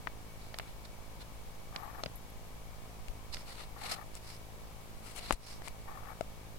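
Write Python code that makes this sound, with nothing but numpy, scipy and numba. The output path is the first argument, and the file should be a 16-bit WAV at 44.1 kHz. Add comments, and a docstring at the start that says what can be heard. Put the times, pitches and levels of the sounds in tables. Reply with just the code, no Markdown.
"""Two dogs tug almost silently at a plush toy on a rug, close to a small hand-held camera.
Fur and fabric brush by; soft knocks and clicks ring the camera's case, and pushes thump it.
The focus motor rasps three times, and after its first run a tiny metal part in the lens pings.
Under it all lie the camera's own buzz, whine and hiss and the rumble of the room.
The hardest knock makes the camera turn its volume down for a moment."""
import sys
import numpy as np
from scipy import signal
from scipy.fft import rfft, irfft
from scipy.io import wavfile
from scipy.ndimage import uniform_filter1d
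from numba import njit

SR = 44100
rng = np.random.default_rng(int(sys.argv[2]) if len(sys.argv) > 2 else 0)


def wav_out(sig):
    """Save sig, one row per channel (or a flat mono array), as 16-bit PCM at SR to the path in sys.argv[1]."""
    wavfile.write(sys.argv[1], SR, np.round(np.clip(np.atleast_2d(sig).T, -1, 1) * 32767).astype(np.int16))


N = 290178
TIME = np.arange(N) / SR
FREQ = np.arange(N // 2 + 1) * SR / N + 1e-3  # the tiny offset avoids dividing by zero
TOP_HZ, LENS_RING_HZ = 15900, 11700  # the camera's treble limit; the pitch at which the lens rings


def brushing(grain_db=5, patchy_db=2, split_hz=4200, swish_width_hz=950, swish_db=9, top_hz=13000):
    """Fibres catch and slip in tiny grains that ring the case; faster strokes swish higher and hiss more."""
    # strokes of fur and fabric: start/s, end/s, level/dB, swish f/Hz, right compared with left/dB
    strokes = [(0.39, 0.5, -66, 4600, 5), (0.6, 0.722, -59, 3500, -5), (0.846, 0.86, -54.5, 4300, 7),
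               (1.202, 1.228, -52.5, 3900, 0), (3.328, 3.353, -51, 4600, 7.5),
               (3.335, 3.426, -57, 5200, 3.5), (3.466, 3.542, -52, 4400, 0), (3.562, 3.644, -50, 3870, -2),
               (3.811, 3.951, -45, 4250, -2.5), (3.906, 3.946, -45.5, 5200, 2.5),
               (4.142, 4.184, -56, 5300, 0.5), (4.244, 4.368, -55.5, 5230, 3), (5.04, 5.135, -52, 4950, -6),
               (5.155, 5.191, -46.5, 5800, -8), (5.19, 5.342, -49.5, 4200, 0.5),
               (5.325, 5.345, -46.5, 7000, -2), (5.422, 5.562, -55, 5450, 4.5),
               (5.642, 5.686, -51, 4730, -4)]
    usual_swish_hz, usual_hiss_db, hiss_db_per_octave = 4530, -4, 16
    patches = undb(patchy_db * walk(80))
    noise = rng.standard_normal((2, N))
    grain_sizes = undb(grain_db * np.minimum(rng.standard_normal((2, N)), 3.0))
    slips = rfft(noise * grain_sizes) / (1 + (FREQ / top_hz) ** 8)
    left, right = slips[0] * case(0), slips[1] * case(1)
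    low = 1 / (1 + (FREQ / split_hz) ** 4)
    body = unit(irfft(left * low, N))
    hiss = unit(irfft(left * (1 - low), N))
    scrape = irfft(right, N)
    out = np.zeros((2, N))
    for start, end, db, hz, right_db in strokes:
        pressure = undb(db) * swell(start, end, edge_s=0.56 * (end - start)) * patches
        hiss_db = usual_hiss_db + hiss_db_per_octave * np.log2(hz / usual_swish_hz)
        swish = signal.lfilter(*signal.iirpeak(hz, hz / swish_width_hz, fs=SR), scrape)
        out[0] += pressure * (body + undb(hiss_db) * hiss)
        out[1] += pressure * undb(right_db) * unit(scrape + undb(swish_db) * swish)
    return out


def clicks(crumble_s=0.0021, crumble_ref_hz=5000, first_contact=0.87, snap_boost_db=3, knock_right_db=-19):
    """Each touch gives a short knock and a snap, sharp at first and then crumbling, that rings the case."""
    # touches: t/s, knock level/dB, knock f/Hz, snap level/dB, snap brightness/Hz, snap right vs left/dB
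    touches = [(0.072, -17, 1480, -18, 2100, -8), (0.5425, -27.5, 1100, -27, 3830, 0),
               (0.5869, -33, 1500, -20.5, 14000, 3.5), (0.5972, -29, 663, -23, 2580, 0),
               (1.761, -30, 1000, -23.5, 5100, 5), (2.0362, -22.5, 670, -17.5, 5970, -5),
               (2.06, -27, 580, -24.5, 3900, 1.5), (3.0834, -34, 2200, -28, 10000, -5),
               (3.345, -34, 2100, -34.5, 7000, 11.5), (3.3688, -38, 900, -29, 6000, 3),
               (4.153, -26, 7750, -45, 9000, 0), (5.3083, -2.5, 1110, -22, 6000, -16),
               (5.3118, -15, 800, -38, 2000, -6), (5.3249, -17.5, 10300, -13.5, 10000, -10),
               (5.62, -29, 850, -33, 7000, -19), (5.6762, -21.5, 940, -24, 4000, -13.5),
               (5.682, -29, 2400, -21.5, 11100, -23), (6.2096, -17, 644, -25, 8000, -7)]
    # the body knocks like a small box: multiple of the knock pitch, level/dB
    box_tones = [(0.5, -28), (1, -1), (2.05, -12)]
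    # how fast the body stops ringing: f/Hz, time to fade by 60 dB/s
    fade_times = [(650, .022), (850, 0.0041), (1400, 0.0036), (2300, .009), (7700, 0.0034)]
    knocks, snaps = np.zeros(N), np.zeros((2, N))
    age = TIME[:512]
    for start, knock_db, hz, snap_db, bright_hz, right_db in touches:
        fade_s = np.exp(np.interp(np.log(hz), *np.log(fade_times).T))
        for multiple, tone_db in box_tones:
            if multiple * hz < TOP_HZ:
                knocks += undb(knock_db + tone_db) * ring(start, multiple * hz, fade_s / np.sqrt(multiple))
        # a softer touch lasts longer and sounds duller
        crumble = np.exp(-age / crumble_s * np.sqrt(bright_hz / crumble_ref_hz))
        grit = rng.standard_normal((2, len(age))) * crumble
        grit[:, 0] = first_contact
        grit = signal.sosfilt(signal.butter(3, min(bright_hz, TOP_HZ), fs=SR, output="sos"), grit)
        grit *= (SR / 2 / bright_hz) ** (1 / 4) / np.linalg.norm(grit, axis=1, keepdims=True)
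        i = int(start * SR)
        snaps[:, i:i + len(age)] += grit * undb(snap_db + snap_boost_db) * stereo(right_db)
    return through(snaps, np.array([case(0), case(1)])) + knocks * stereo(knock_right_db)


def shoves(right_db=-15):
    """A push on the camera swings the air pressure at the microphone down and up once."""
    # soft pushes: t/s, f/Hz, level/dB
    pushes = [(2.066, 121, -34), (3.1, 22.5, -30.5), (5.339, 33, -23)]
    out = 0
    for middle, hz, db in pushes:
        turn = 2 * np.pi * hz * (TIME - middle)
        out = out + undb(db) * turn * np.exp((1 - turn ** 2) / 2)
    return out * stereo(right_db)


def focus_motor(step_hz=140, stutter_db=3.5, step_depth=0.47, right_db=-17):
    """The lens moves in stuttering runs; its gear rasp, pulsed by the motor's steps, rings the barrel."""
    # where the lens barrel rings: f/Hz, width/Hz, level/dB
    barrel_tones = [(850, 280, 0), (1100, 280, -1), (1770, 200, -7), (2200, 160, -15), (11780, 600, -18)]
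    step_rate = step_hz * (1 + 0.21 * walk(29.52))
    steps = 1 + step_depth * np.sin(2 * np.pi * np.cumsum(step_rate) / SR)
    rasp = rng.standard_normal((2, N)) * steps * undb(stutter_db * walk(66))
    barrel = sum(undb(db) * resonance(hz, width) ** 2 for hz, width, db in barrel_tones)
    return unit(through(rasp, barrel)) * focus_drive() * stereo(right_db)


def focus_drive(cycle_s=.0495, pause_s=0.0095, pause_db=-6, brake_s=0.019, brake_db=1, edge_s=0.0025):
    """How hard the motor works: moves and pauses take turns, and a last push stops the lens."""
    # runs of the focus motor: start/s, end/s, level/dB
    runs = [(1.726, 2.019, -45.5), (3.763, 4.033, -46), (5.871, 6.134, -46.5)]
    drive = 0
    for start, end, db in runs:
        pausing = (TIME - start) % cycle_s > cycle_s - pause_s
        effort_db = np.where(TIME > end - brake_s, brake_db, pause_db * pausing)
        drive = drive + undb(db + effort_db) * swell(start, end, edge_s)
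    return uniform_filter1d(drive, int(edge_s * SR))


def pings(right_db=-14):
    """A tiny metal part in the lens rings as it stops."""
    # taps of the metal part: t/s, level/dB
    taps = [(2.1566, -44.5), (2.299, -55), (2.47, -62)]
    # the tones it rings with: f/Hz, level/dB, time to fade by 60 dB/s
    tones = [(10100, -1.5, 0.049), (LENS_RING_HZ, 0, 0.13)]
    out = sum(undb(db + tone_db) * ring(start, hz, fade_s)
              for start, db in taps for hz, tone_db, fade_s in tones)
    return out * stereo(right_db)


def buzz(hz=54.004, first_s=.00694, spike_db=-43, spike_s=0.00044, load_db=-53, load_s=.0023):
    """The electronics leak into both sides alike: once a cycle, a block of current with a spike on it."""
    from_spike_s = (((TIME - first_s) * hz + .5) % 1 - .5) / hz
    spike = undb(spike_db) * np.exp(-(from_spike_s / spike_s) ** 2)
    load = undb(load_db) / (1 + (from_spike_s / load_s) ** 20)
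    return through(spike + load, 1 / (1 + 18 / (1j * FREQ)))  # cut the bass below 18 Hz


def whines(waver_rad=0.48):
    """The camera gives off two thin, steady tones that waver a little."""
    # pitch of each whine: f/Hz
    pitches = [2256, 13393]
    # strength of each whine: left level/dB, right level/dB
    levels = [(-68.5, -106.5), (-103, -79)]
    return sum(np.sqrt(2) * np.sin(2 * np.pi * hz * TIME + waver_rad * walk(3.7)) * undb(dbs)[:, None]
               for hz, dbs in zip(pitches, levels))


def rumble_and_hiss(shared=0.29, shared_below_hz=900):
    """The room rumbles and the microphones hiss; part of the bass is the same on both sides."""
    # room rumble and microphone hiss in each 1 Hz slice: f/Hz, left level/dB, right level/dB
    noise_levels = [(11.8, -65.5, -59), (25, -67, -83), (41.2, -68, -74.5), (87, -79, -75.5),
                    (172, -85, -83), (300, -88.5, -86.5), (543, -90, -91), (740, -83, -90),
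                    (1244, -87.5, -94.5), (1390, -93.5, -96.5), (2320, -95, -96.5), (4970, -100, -99),
                    (10300, -102, -103), (15500, -105, -106)]
    # narrow bands of electronic hiss: f/Hz, width/Hz, left level/dB, right level/dB
    hiss_bands = [(2262, 89, -71.5, -104.5), (2810, 130, -89, -94), (LENS_RING_HZ, 830, -73, -90)]
    hz, *sides = np.transpose(noise_levels)
    common = shared / (1 + (FREQ / shared_below_hz) ** 2)
    both = through(rng.standard_normal(N), np.sqrt(common))
    out = np.zeros((2, N))
    for side, db in enumerate(sides):
        noise = both + through(rng.standard_normal(N), np.sqrt(1 - common))
        colour = undb(np.interp(np.log(FREQ), np.log(hz), db)) * np.sqrt(SR / 2)
        out[side] = through(noise, colour)
    for band_hz, width, left_db, right_db in hiss_bands:
        band = unit(through(rng.standard_normal(N), resonance(band_hz, width) ** 2))
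        out += band * undb([[left_db], [right_db]])
    return out


def case(side):
    """How the camera's case colours sound at the left (0) or right (1) microphone."""
    # where the case rings: f/Hz, width/Hz, left level/dB, right level/dB
    case_tones = [(783, 500, 4, -20), (1304, 230, 3.5, -38), (2110, 890, 3.5, 4), (2820, 380, -1, -3.5),
                  (3560, 230, -16, 6), (4105, 610, -1, 7), (4740, 380, -18, -1), (5360, 940, -10.5, -38),
                  (7930, 3600, 1, -32), (10100, 530, -7.5, -42), (15000, 730, -48, -23)]
    return sum(undb(dbs[side]) * resonance(hz, width) for hz, width, *dbs in case_tones)


def resonance(hz, width_hz):
    """The filter curve of something that likes to ring at one pitch."""
    return 1 / (1 + 1j * (FREQ ** 2 - hz ** 2) / (FREQ * width_hz))


def ring(start, hz, fade_s):
    """A struck tone that dies away by 60 dB in fade_s seconds."""
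    age = np.maximum(TIME - start, 0)
    live = (age > 0) & (age < 2 * fade_s)
    out = np.zeros(N)
    out[live] = np.sin(2 * np.pi * hz * age[live]) * np.exp(-np.log(1000) * age[live] / fade_s)
    return out


def swell(start, end, edge_s):
    """Fade in around start and out around end, each over edge_s seconds."""
    return np.clip(np.minimum(TIME - start, end - TIME) / edge_s + .5, 0, 1)


def walk(rate):
    """A smooth random wobble of size 1 that changes about rate times a second."""
    return unit(through(rng.standard_normal(N), np.exp(-(FREQ / rate) ** 2)))


def through(x, curve):
    """Filter a sound: multiply each frequency by the curve."""
    return irfft(rfft(x) * curve, N)


def stereo(right_db):
    """Left and right gains: the left stays as it is, the right changes by right_db."""
    return undb([[0], [right_db]])


def undb(db):
    """Turn decibels into a gain to multiply by."""
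    return 10 ** (np.asarray(db) / 20)


def unit(x):
    """Scale to an average strength (rms) of 1."""
    return x / np.sqrt(np.mean(x ** 2))


@njit
def follow(x, attack, release):
    """Track loudness, rising fast and sinking slowly."""
    out, level = np.empty(len(x)), 0.
    for i in range(len(x)):
        level += (x[i] - level) * (attack if x[i] > level else release)
        out[i] = level
    return out


def scene():
    """Everything the two microphones pick up."""
    play = clicks() + brushing() + shoves()
    return play + focus_motor() + pings() + buzz() + whines() + rumble_and_hiss()


def record(dry, threshold_db=-21, attack_s=0.00064, release_s=0.36, reaction_s=0.025):
    """The volume drops just after a hard knock and creeps back; the highest treble is cut off."""
    loudness = follow(np.abs(dry).max(axis=0), 1 / (attack_s * SR), 1 / (release_s * SR))
    delayed = np.interp(TIME - reaction_s, TIME, loudness)
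    gain = 1 / np.maximum(1, delayed / undb(threshold_db))
    return signal.sosfilt(signal.ellip(10, .1, 70, TOP_HZ, fs=SR, output="sos"), dry * gain)


dry = scene()
out = record(dry)
wav_out(out)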